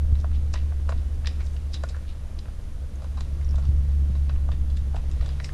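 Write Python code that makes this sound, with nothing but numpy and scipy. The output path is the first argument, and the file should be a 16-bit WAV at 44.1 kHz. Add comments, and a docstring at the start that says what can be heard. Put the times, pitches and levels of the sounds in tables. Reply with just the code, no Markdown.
"""A string of horses walks along a stony trail in open pine forest.
Each step drives ringing modes: the hollow hoof, the stone and the iron shoe.
Short noise bursts make gravel rasps and the hollow body of some heavy knocks.
Short sine pairs make the clinks of the tack, and scattered weak reflections make the echo off the trunks.
A far engine drones on three low tones, slowly sinking in pitch.
Shaped noise makes the wind on the microphone, the rush of the pines and a steady hiss."""
import sys
import numpy as np
from scipy import signal
from scipy.fft import rfft, irfft
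from scipy.io import wavfile

SR = 44100
rng = np.random.default_rng(int(sys.argv[2]) if len(sys.argv) > 2 else 0)


def store_pcm(level_fs):
    """Save levels as 16-bit WAV."""
    pcm = np.round(np.clip(level_fs, -1, 1) * 32767).astype(np.int16)
    wavfile.write(sys.argv[1], SR, np.atleast_2d(pcm).T)


N = 243873
TIME = np.arange(N) / SR
HIT_TIME = np.arange(8192) / SR  # time axis of one short sound, in seconds
LEAD_IN_S = 0.006  # a faint crackle leads into each blow for this long

# ringing of the hoof, deep knock and higher wall: pitch_hz [Hz], level_db [dB, relative],
# t60_s [s to die away by 60 dB]
KNOCK_MODES = [(550, -5.5, 0.018), (647, 3, 0.016), (900, -8, 0.016)]
WALL_MODES = [(1004, 0.22, 0.0071), (1095, -0.54, 0.01), (1393, -0.36, 0.0074)]


def from_db(db):
    """Turn decibels into a gain."""
    return 10 ** (np.asarray(db) / 20)


def rms_one(x):
    """Scale a sound to an rms (average strength) of 1."""
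    return x / np.sqrt(np.mean(x ** 2) + 1e-20)


def in_time(rows):
    """Draw each column of a table as a curve over the whole scene; the first column is time."""
    s, *columns = np.transpose(rows)
    return [np.interp(TIME, s, column) for column in columns]


def add(out, s, sound):
    """Mix a sound in from time s on."""
    at = max(0, round(s * SR))
    out[at:at + len(sound)] += sound[:max(0, N - at)]


def coloured(x, spectrum):
    """Give a noise the balance of low and high in a table of (Hz, dB); rms 1."""
    hz, db = np.transpose(spectrum)
    log_hz = np.log(np.fft.rfftfreq(len(x), 1 / SR) + 1)
    gain = from_db(np.interp(log_hz, np.log(hz), db, left=-90, right=-90))
    return rms_one(irfft(rfft(x) * gain, len(x)))


def band(x, low_hz, high_hz):
    """Keep the part of a sound between two pitches."""
    sos = signal.butter(2, [low_hz, min(high_hz, 0.45 * SR)], "band", fs=SR, output="sos")
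    return signal.sosfilt(sos, x + 1e-18)


def drift(rate):
    """Wander slowly at random, with about rate turns a second; rms 1."""
    white = rfft(rng.standard_normal(N))
    smoothing = 1 + (np.fft.rfftfreq(N, 1 / SR) / rate) ** 4
    return rms_one(irfft(white / smoothing, N))


def ring(force, hz, t60):
    """Let a force set off one mode, a single pitch that dies away by 60 dB in t60 seconds."""
    radius = from_db(-60 / (t60 * SR))  # what is left after each sample
    angle = 2 * np.pi * hz / SR
    return signal.lfilter([1, 0, -1], [1, -2 * radius * np.cos(angle), radius ** 2], force + 1e-18)


def grains(per_s, spread_db, size):
    """Scatter random clicks of uneven strength, about per_s of them a second."""
    strength = from_db(spread_db * np.minimum(rng.exponential(1, size), 4))
    sign = rng.choice([-1, 1], size)
    return strength * sign * (rng.random(size) < per_s / SR)


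def hoof_force(crunch_db, heel_s=0.0026, heel_db=-6, settle_s=0.0042, settle_db=-4,
               crunch_s=0.016, lead_in_db=-13, lead_in_s=0.0026):
    """A short faint crackle leads into the toe's landing; the heel follows, grit gives way under the weight."""
    toe = round(LEAD_IN_S * SR)
    since_toe = HIT_TIME - HIT_TIME[toe]
    after = since_toe >= 0
    size = len(HIT_TIME)

    def crackle(per_s, spread_db, fade_s, when):
        """Random clicks, stronger the closer they are to the landing of the toe; rms 1."""
        fade = np.exp(-abs(since_toe) / fade_s)
        return rms_one(grains(per_s, spread_db, size) * fade * when)

    blow = np.zeros(size)
    blow[toe] = 1
    heel_delay_s = heel_s * rng.uniform(0.6, 1.4)
    blow[toe + round(heel_delay_s * SR)] = from_db(heel_db)

    force = rms_one(blow)
    force += from_db(lead_in_db) * crackle(15000, 0.79, lead_in_s, ~after)
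    force += from_db(settle_db) * crackle(9000, 1.0, settle_s, after)
    force += from_db(crunch_db) * crackle(6000, 2.5, crunch_s, after)
    return force


def far_horses(step_db=-63, gravel_db=-72):
    """The horses further ahead give dull little knocks and a soft shuffle of gravel."""
    steps = signal.fftconvolve(grains(24, 1, N), hoof_force(crunch_db=-1.5))[:N]
    knocks = sum(from_db(db) * ring(steps, hz, t60) for hz, db, t60 in KNOCK_MODES + WALL_MODES)
    gravel = band(grains(2800, 9.3, N), 1500, 6000)
    return from_db(step_db) * rms_one(band(knocks, 416, 1080)) + from_db(gravel_db) * rms_one(gravel)


def engine(start_hz=73.0, sag_hz_per_s=0.72, waver_hz=0.071, fade_db=-0.1, third_re_first_db=-29):
    """A far engine slowly losing speed: three low orders, wavering on their way through the air."""
    # fading of the two lowest orders over the distance: start_s [s], first_db [dB rms], second_db [dB rms]
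    order_levels = [(0, -21.5, -65), (.9, -25.5, -52), (1.8, -30.5, -53.5), (2.5, -39.5, -64),
                    (3.2, -29.5, -48), (3.65, -22, -39), (4.1, -21.5, -41), (4.75, -24, -44.5),
                    (5.53, -32, -39.5)]
    first_db, second_db = in_time(order_levels)
    hz = start_hz - sag_hz_per_s * TIME + waver_hz * drift(3.8)
    phase = 2 * np.pi * np.cumsum(hz) / SR
    out = np.zeros(N)
    for order, db in enumerate((first_db, second_db, first_db + third_re_first_db), 1):
        level = np.sqrt(2) * from_db(db + fade_db * drift(1.4))  # root 2 turns rms into peak
        out += level * np.sin(order * phase + rng.uniform(0, 2 * np.pi))
    return out


def wind(rumble_trim_db=0.68, flutter_db=-50, flutter_follows=0.66, lumpy_db=2.4, bump_s=0.0042):
    """Eddies rumble and flutter at the microphone, both rising with the gusts; some thump it."""
    # strength of the wind: start_s [s], level_db [dB, before the trim]
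    gusts = [(0, -26.5), (1.3, -30), (2, -33), (3, -33.5), (3.75, -26), (4.3, -29.5), (4.6, -27.5),
             (5.2, -29.5), (5.53, -31)]
    # balance of the deep rumble and of the flutter above it: pitch_hz [Hz], level_db [dB per Hz, relative]
    rumble_spectrum = [(6, 2), (10, 4), (30, 1.5), (60, 1.5), (80, -3.5), (100, -9), (130, -14),
                       (180, -24.5), (300, -44.5)]
    flutter_spectrum = [(70, -35), (120, -1), (170, 0), (215, -0.5), (255, -4), (305, -4), (400, -12.5),
                        (800, -52)]
    # single thumps: start_s [s], level_db [dB at the top of the swell], pitch_hz [Hz]
    bumps = [(0.125, -10.5, 69), (0.18, -31, 116), (3.689, -11, 74), (4.099, -22, 132), (5.203, -20, 56)]

    gust_db, = in_time(gusts)
    swing_db = flutter_follows * (gust_db - gust_db.mean()) + lumpy_db * drift(23)
    out = from_db(gust_db + rumble_trim_db) * coloured(rng.standard_normal(N), rumble_spectrum)
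    out += from_db(flutter_db + swing_db) * coloured(rng.standard_normal(N), flutter_spectrum)

    swell = HIT_TIME / bump_s * np.exp(1 - HIT_TIME / bump_s)  # reaches 1 after bump_s
    for s, db, hz in bumps:
        add(out, s, from_db(db) * swell * np.sin(2 * np.pi * hz * HIT_TIME))
    return out


def air(trim_db=2.0, hiss_db=-67.5):
    """Noise with a drifting level is the soft rush of the pines; steady noise is the microphone hiss."""
    # strength of the rush: start_s [s], level_db [dB, before the trim]
    rush_levels = [(0.0, -57.5), (1.25, -56.5), (2.83, -58), (3.34, -56), (4.79, -57.5), (5.53, -53)]
    # balance of the rush and of the hiss: pitch_hz [Hz], level_db [dB per Hz, relative]
    rush_spectrum = [(210, -41), (350, -8.5), (403, -3), (436, -3), (495, -1), (579, -3.5), (616, -6.5),
                     (844, -7.5), (885, -11), (1090, -10), (1190, -10), (2420, -15.5), (3640, -17),
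                     (9970, -27), (15000, -46.5)]
    hiss_spectrum = [(3000, -35), (6000, -2), (8000, -9), (9800, -1.5), (11500, -9), (13500, -10.5),
                     (15000, -22)]
    level_db, = in_time(rush_levels)
    pines = from_db(level_db + trim_db) * coloured(rng.standard_normal(N), rush_spectrum)
    return pines + from_db(hiss_db) * coloured(rng.standard_normal(N), hiss_spectrum)


def struck(force, modes, detune=0.015):
    """A blow rings a group of modes, a little different every time; rms 1."""
    rung = np.zeros(len(force))
    for hz, db, t60 in modes:
        level = from_db(db + rng.normal(0, 1))
        rung += level * ring(force, hz * np.exp(detune * rng.normal()), t60)
    return rms_one(band(rung, modes[0][0] * 0.75, modes[-1][0] * 1.033))


def with_note(force, modes, hz, t60, note_db, reach=0.5):
    """The point of contact brings out one note, strongest in modes within reach octaves of it; rms 1."""
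    octaves_off = np.log2(hz / modes[len(modes) // 2][0])
    nearness = 1 / (1 + (octaves_off / reach) ** 6)
    note = rms_one(band(ring(force, hz, t60), hz * 0.76, hz * 1.34))
    return rms_one(struck(force, modes) + nearness * from_db(note_db) * note)


def hooves(knock_db=-17, wall_db=-14, clack_db=-13, shoe_db=-14.5, grit_db=-17,
           wall_stone_share=0.23, contact_s=0.0005, body_crunch_db=-5):
    """Every step rings the hollow hoof, the stone under it and the iron shoe."""
    # hoof strikes: start_s [s], knock_db, clack_db (on stone), shoe_db, grit_db [dB, before the group trims],
    # note_hz [Hz, strongest note], crunch_db [dB against the blow, before the trim for the heavy hoof]
    strikes = [(0.153, -54, -57.5, -56, -62, 3960, 7), (0.243, -34.5, -56, -64, -69, 1085, -9),
               (0.314, -53, -60, -67, -70, 875, -18), (0.5388, -36.5, -41, -42.5, -62, 1010, 0),
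               (0.556, -43, -43.5, -46.5, -59, 1910, 0), (0.721, -44, -62, -72, -76, 880, -10),
               (0.891, -30, -49, -47.5, -47.5, 915, 2), (0.922, -35, -47.5, -53, -65, 960, -5),
               (1.246, -49, -46, -57, -68, 1860, -9), (1.258, -63, -48, -42, -62, 4180, -8),
               (1.271, -48, -38, -33, -38.5, 4880, -23), (1.404, -49, -50, -53, -60, 2180, 8),
               (1.468, -62, -67, -54.5, -62, 3760, -3), (1.565, -76, -52, -54.5, -63, 2740, -15),
               (1.741, -55, -46.5, -37, -43, 3950, 0), (1.836, -29, -50.5, -47, -45.5, 1426, -8),
               (1.888, -55, -56, -46.5, -47, 5100, -1), (1.894, -62, -59, -47.5, -49, 4370, 0),
               (1.965, -45.5, -58, -61, -60, 1430, -9), (2.389, -65, -57, -47, -67, 3930, -11),
               (2.456, -50, -58, -70, -77, 1340, -15), (2.482, -45.5, -67, -64, -69, 820, 3),
               (3.02, -43, -68, -57, -60, 830, 4), (3.043, -43.5, -61, -57, -59, 1020, -3),
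               (3.173, -49, -58, -51, -57, 3970, 7), (3.207, -44, -50.5, -44.5, -45.5, 4030, -10),
               (3.412, -59, -56, -65, -62, 2100, -17), (3.54, -42.5, -61, -73, -81, 970, -6),
               (3.557, -52, -69, -51.5, -52, 3600, -9), (3.581, -38.5, -60, -59, -53, 880, 10),
               (4.151, -47, -58, -53, -70, 1060, 9), (4.294, -41.5, -46.5, -49.5, -66, 1610, 0.5),
               (4.36, -56, -54.5, -69, -73, 2460, -4), (4.488, -36.5, -61, -69, -62, 1150, -5),
               (4.516, -47, -48.5, -48.5, -56, 3680, 6), (4.701, -70, -64, -53, -58, 3500, -1),
               (4.77, -72, -53.5, -49.5, -51, 3700, -5), (4.945, -31.5, -84, -60, -64, 850, 2.5),
               (4.958, -52, -50, -52.5, -52, 2480, 17), (5.114, -68, -56, -51.5, -50, 4970, 1),
               (5.209, -49, -50, -51, -72, 1210, 7), (5.26, -47, -58, -48, -50.5, 3670, -2),
               (5.29, -55, -54, -48, -58, 4740, -1), (5.4, -43.5, -42, -48, -60, 2020, -12),
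               (5.444, -58, -43.5, -46, -56, 2090, -9), (5.491, -50, -45, -53, -68, 1850, -14)]
    # ringing of shoe and stone: pitch_hz [Hz], level_db [dB, relative], t60_s [s to die away by 60 dB]
    clack_modes = [(1865, -2, 0.0098), (2320, -1.5, 0.0034), (2650, 3.5, 0.0042)]
    shoe_modes = [(3600, -1, 0.0036), (3990, 6.5, 0.0085), (4620, 8.5, 0.006), (5220, -9, 0.0071),
                  (5400, -5, 0.0024)]
    grit_modes = [(6300, 18.5, 0.0022), (7230, 15, 0.0035), (8800, 3, 0.0031), (9700, -30.5, 0.0044)]

    out = np.zeros(N)
    for s, knock, clack, shoe, grit, note_hz, crunch_db in strikes:
        # the hoof wall rings with the knock and partly with the clack on stone
        wall = knock + wall_stone_share * (clack - knock)
        heavy = hoof_force(crunch_db + body_crunch_db)  # the heavy hoof hardly feels the grit
        sharp = hoof_force(crunch_db)
        step = from_db(knock + knock_db) * struck(heavy, KNOCK_MODES)
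        step += from_db(wall + wall_db) * with_note(heavy, WALL_MODES, note_hz, t60=0.042, note_db=-1.5)
        step += from_db(clack + clack_db) * with_note(sharp, clack_modes, note_hz, t60=0.01, note_db=3)
        step += from_db(shoe + shoe_db) * with_note(sharp, shoe_modes, note_hz, t60=0.016, note_db=-1.5)
        step += from_db(grit + grit_db) * struck(sharp, grit_modes)
        add(out, s + contact_s - LEAD_IN_S, step)
    return out


def clinks(decay_s=0.0032, pair=0.94):
    """Bit rings and buckles touch and ring briefly on a close pair of modes."""
    # clinks of the tack: start_s [s], level_db [dB, main mode], pitch_hz [Hz, main mode]
    tack_hits = [(0.154, -50.5, 3950), (0.534, -53, 5270), (1.734, -42, 4700), (1.772, -45, 3650),
                 (2.957, -49, 6440), (3.447, -45.5, 5800), (3.491, -44, 5550), (3.510, -45, 5360),
                 (5.444, -34, 5350)]
    out = np.zeros(N)
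    for s, db, hz in tack_hits:
        phase = 2 * np.pi * hz * HIT_TIME
        tone = np.sin(phase) + 0.5 * np.sin(pair * phase)
        add(out, s, from_db(db) * np.exp(-HIT_TIME / decay_s) * tone)
    return out


def noise_bursts(width=1.34, clump_db=3.5, rise=0.48):
    """Clumpy noise swells and dies away: gravel rasps, and the hollow body of some heavy knocks."""
    # short noise bursts: peak_s [s], level_db [dB at the peak], centre_hz [Hz],
    # length_s [s, split by rise into the time constants of swelling and dying away]
    bursts = [(0.2, -54.5, 4600, 0.034), (0.35, -49.5, 3140, 0.027), (0.539, -42.5, 5030, 0.012),
              (0.574, -52, 2900, 0.053), (0.894, -31, 910, 0.0086), (0.904, -51, 6100, .015),
              (0.92, -48, 1000, .008), (0.98, -57.5, 3600, .035), (1.28, -39.5, 3400, .017),
              (1.407, -53, 1680, .028), (1.455, -54, 5960, 0.066), (1.541, -54, 6500, .022),
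              (1.742, -39.5, 4640, 0.019), (1.951, -47, 1410, 0.026), (2.099, -54, 3280, .038),
              (2.392, -48.5, 4070, 0.0084), (3.181, -39.5, 860, 0.014), (3.22, -56, 3260, 0.032),
              (3.647, -52.5, 910, 0.04), (3.653, -57, 3780, .064), (4.77, -55.5, 4300, 0.04),
              (4.961, -45, 836, .04), (4.965, -56.5, 2820, .024), (5.048, -44, 535, 0.016),
              (5.221, -50.5, 1430, 0.056), (5.25, -54.5, 3200, 0.15), (5.25, -47.5, 596, 0.092),
              (5.45, -42.5, 5240, 0.023)]
    out = np.zeros(N)
    clumpy_noise = grains(4000, 4.2, N) * from_db(clump_db * drift(100))
    for s, db, hz, length_s in bursts:
        along = (TIME - s) / length_s
        slope = np.minimum(along / rise, -along / (1 - rise))
        swell = np.exp(np.maximum(slope, -40))
        out += from_db(db) * swell * rms_one(band(clumpy_noise, hz / width, hz * width))
    return out


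def forest(x, echo_db=-15, t60=0.44, build_s=0.0044):
    """Many weak reflections come back from the trunks, building up fast and then dying away."""
    # balance of the scatter off the trunks: pitch_hz [Hz], level_db [dB, relative]
    scatter_spectrum = [(300, -6), (700, -22.5), (2000, 2), (5000, -2), (10000, 1.5)]
    t = TIME[:SR]
    reflections = coloured(grains(2500, 2.7, SR), scatter_spectrum)
    echoes = reflections * from_db(-60 * t / t60) * (1 - np.exp(-t / build_s))
    echoes = rms_one(echoes) / np.sqrt(SR)  # total energy 1
    return from_db(echo_db) * signal.fftconvolve(x, echoes)[:N]


def scene(top_hz=10000):
    """Horses among the trees, dulled by distance, over engine drone, wind and air."""
    horses = band(hooves() + noise_bursts() + clinks() + far_horses(), 250, top_hz)
    return (horses + forest(horses) + engine() + wind() + air())[None]


def record(dry, cutoff_hz=15200):
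    """A steep filter cuts the top of the sound."""
    sos = signal.ellip(10, 0.1, 80, cutoff_hz, fs=SR, output="sos")
    return signal.sosfilt(sos, dry)


dry = scene()
out = record(dry)
store_pcm(out)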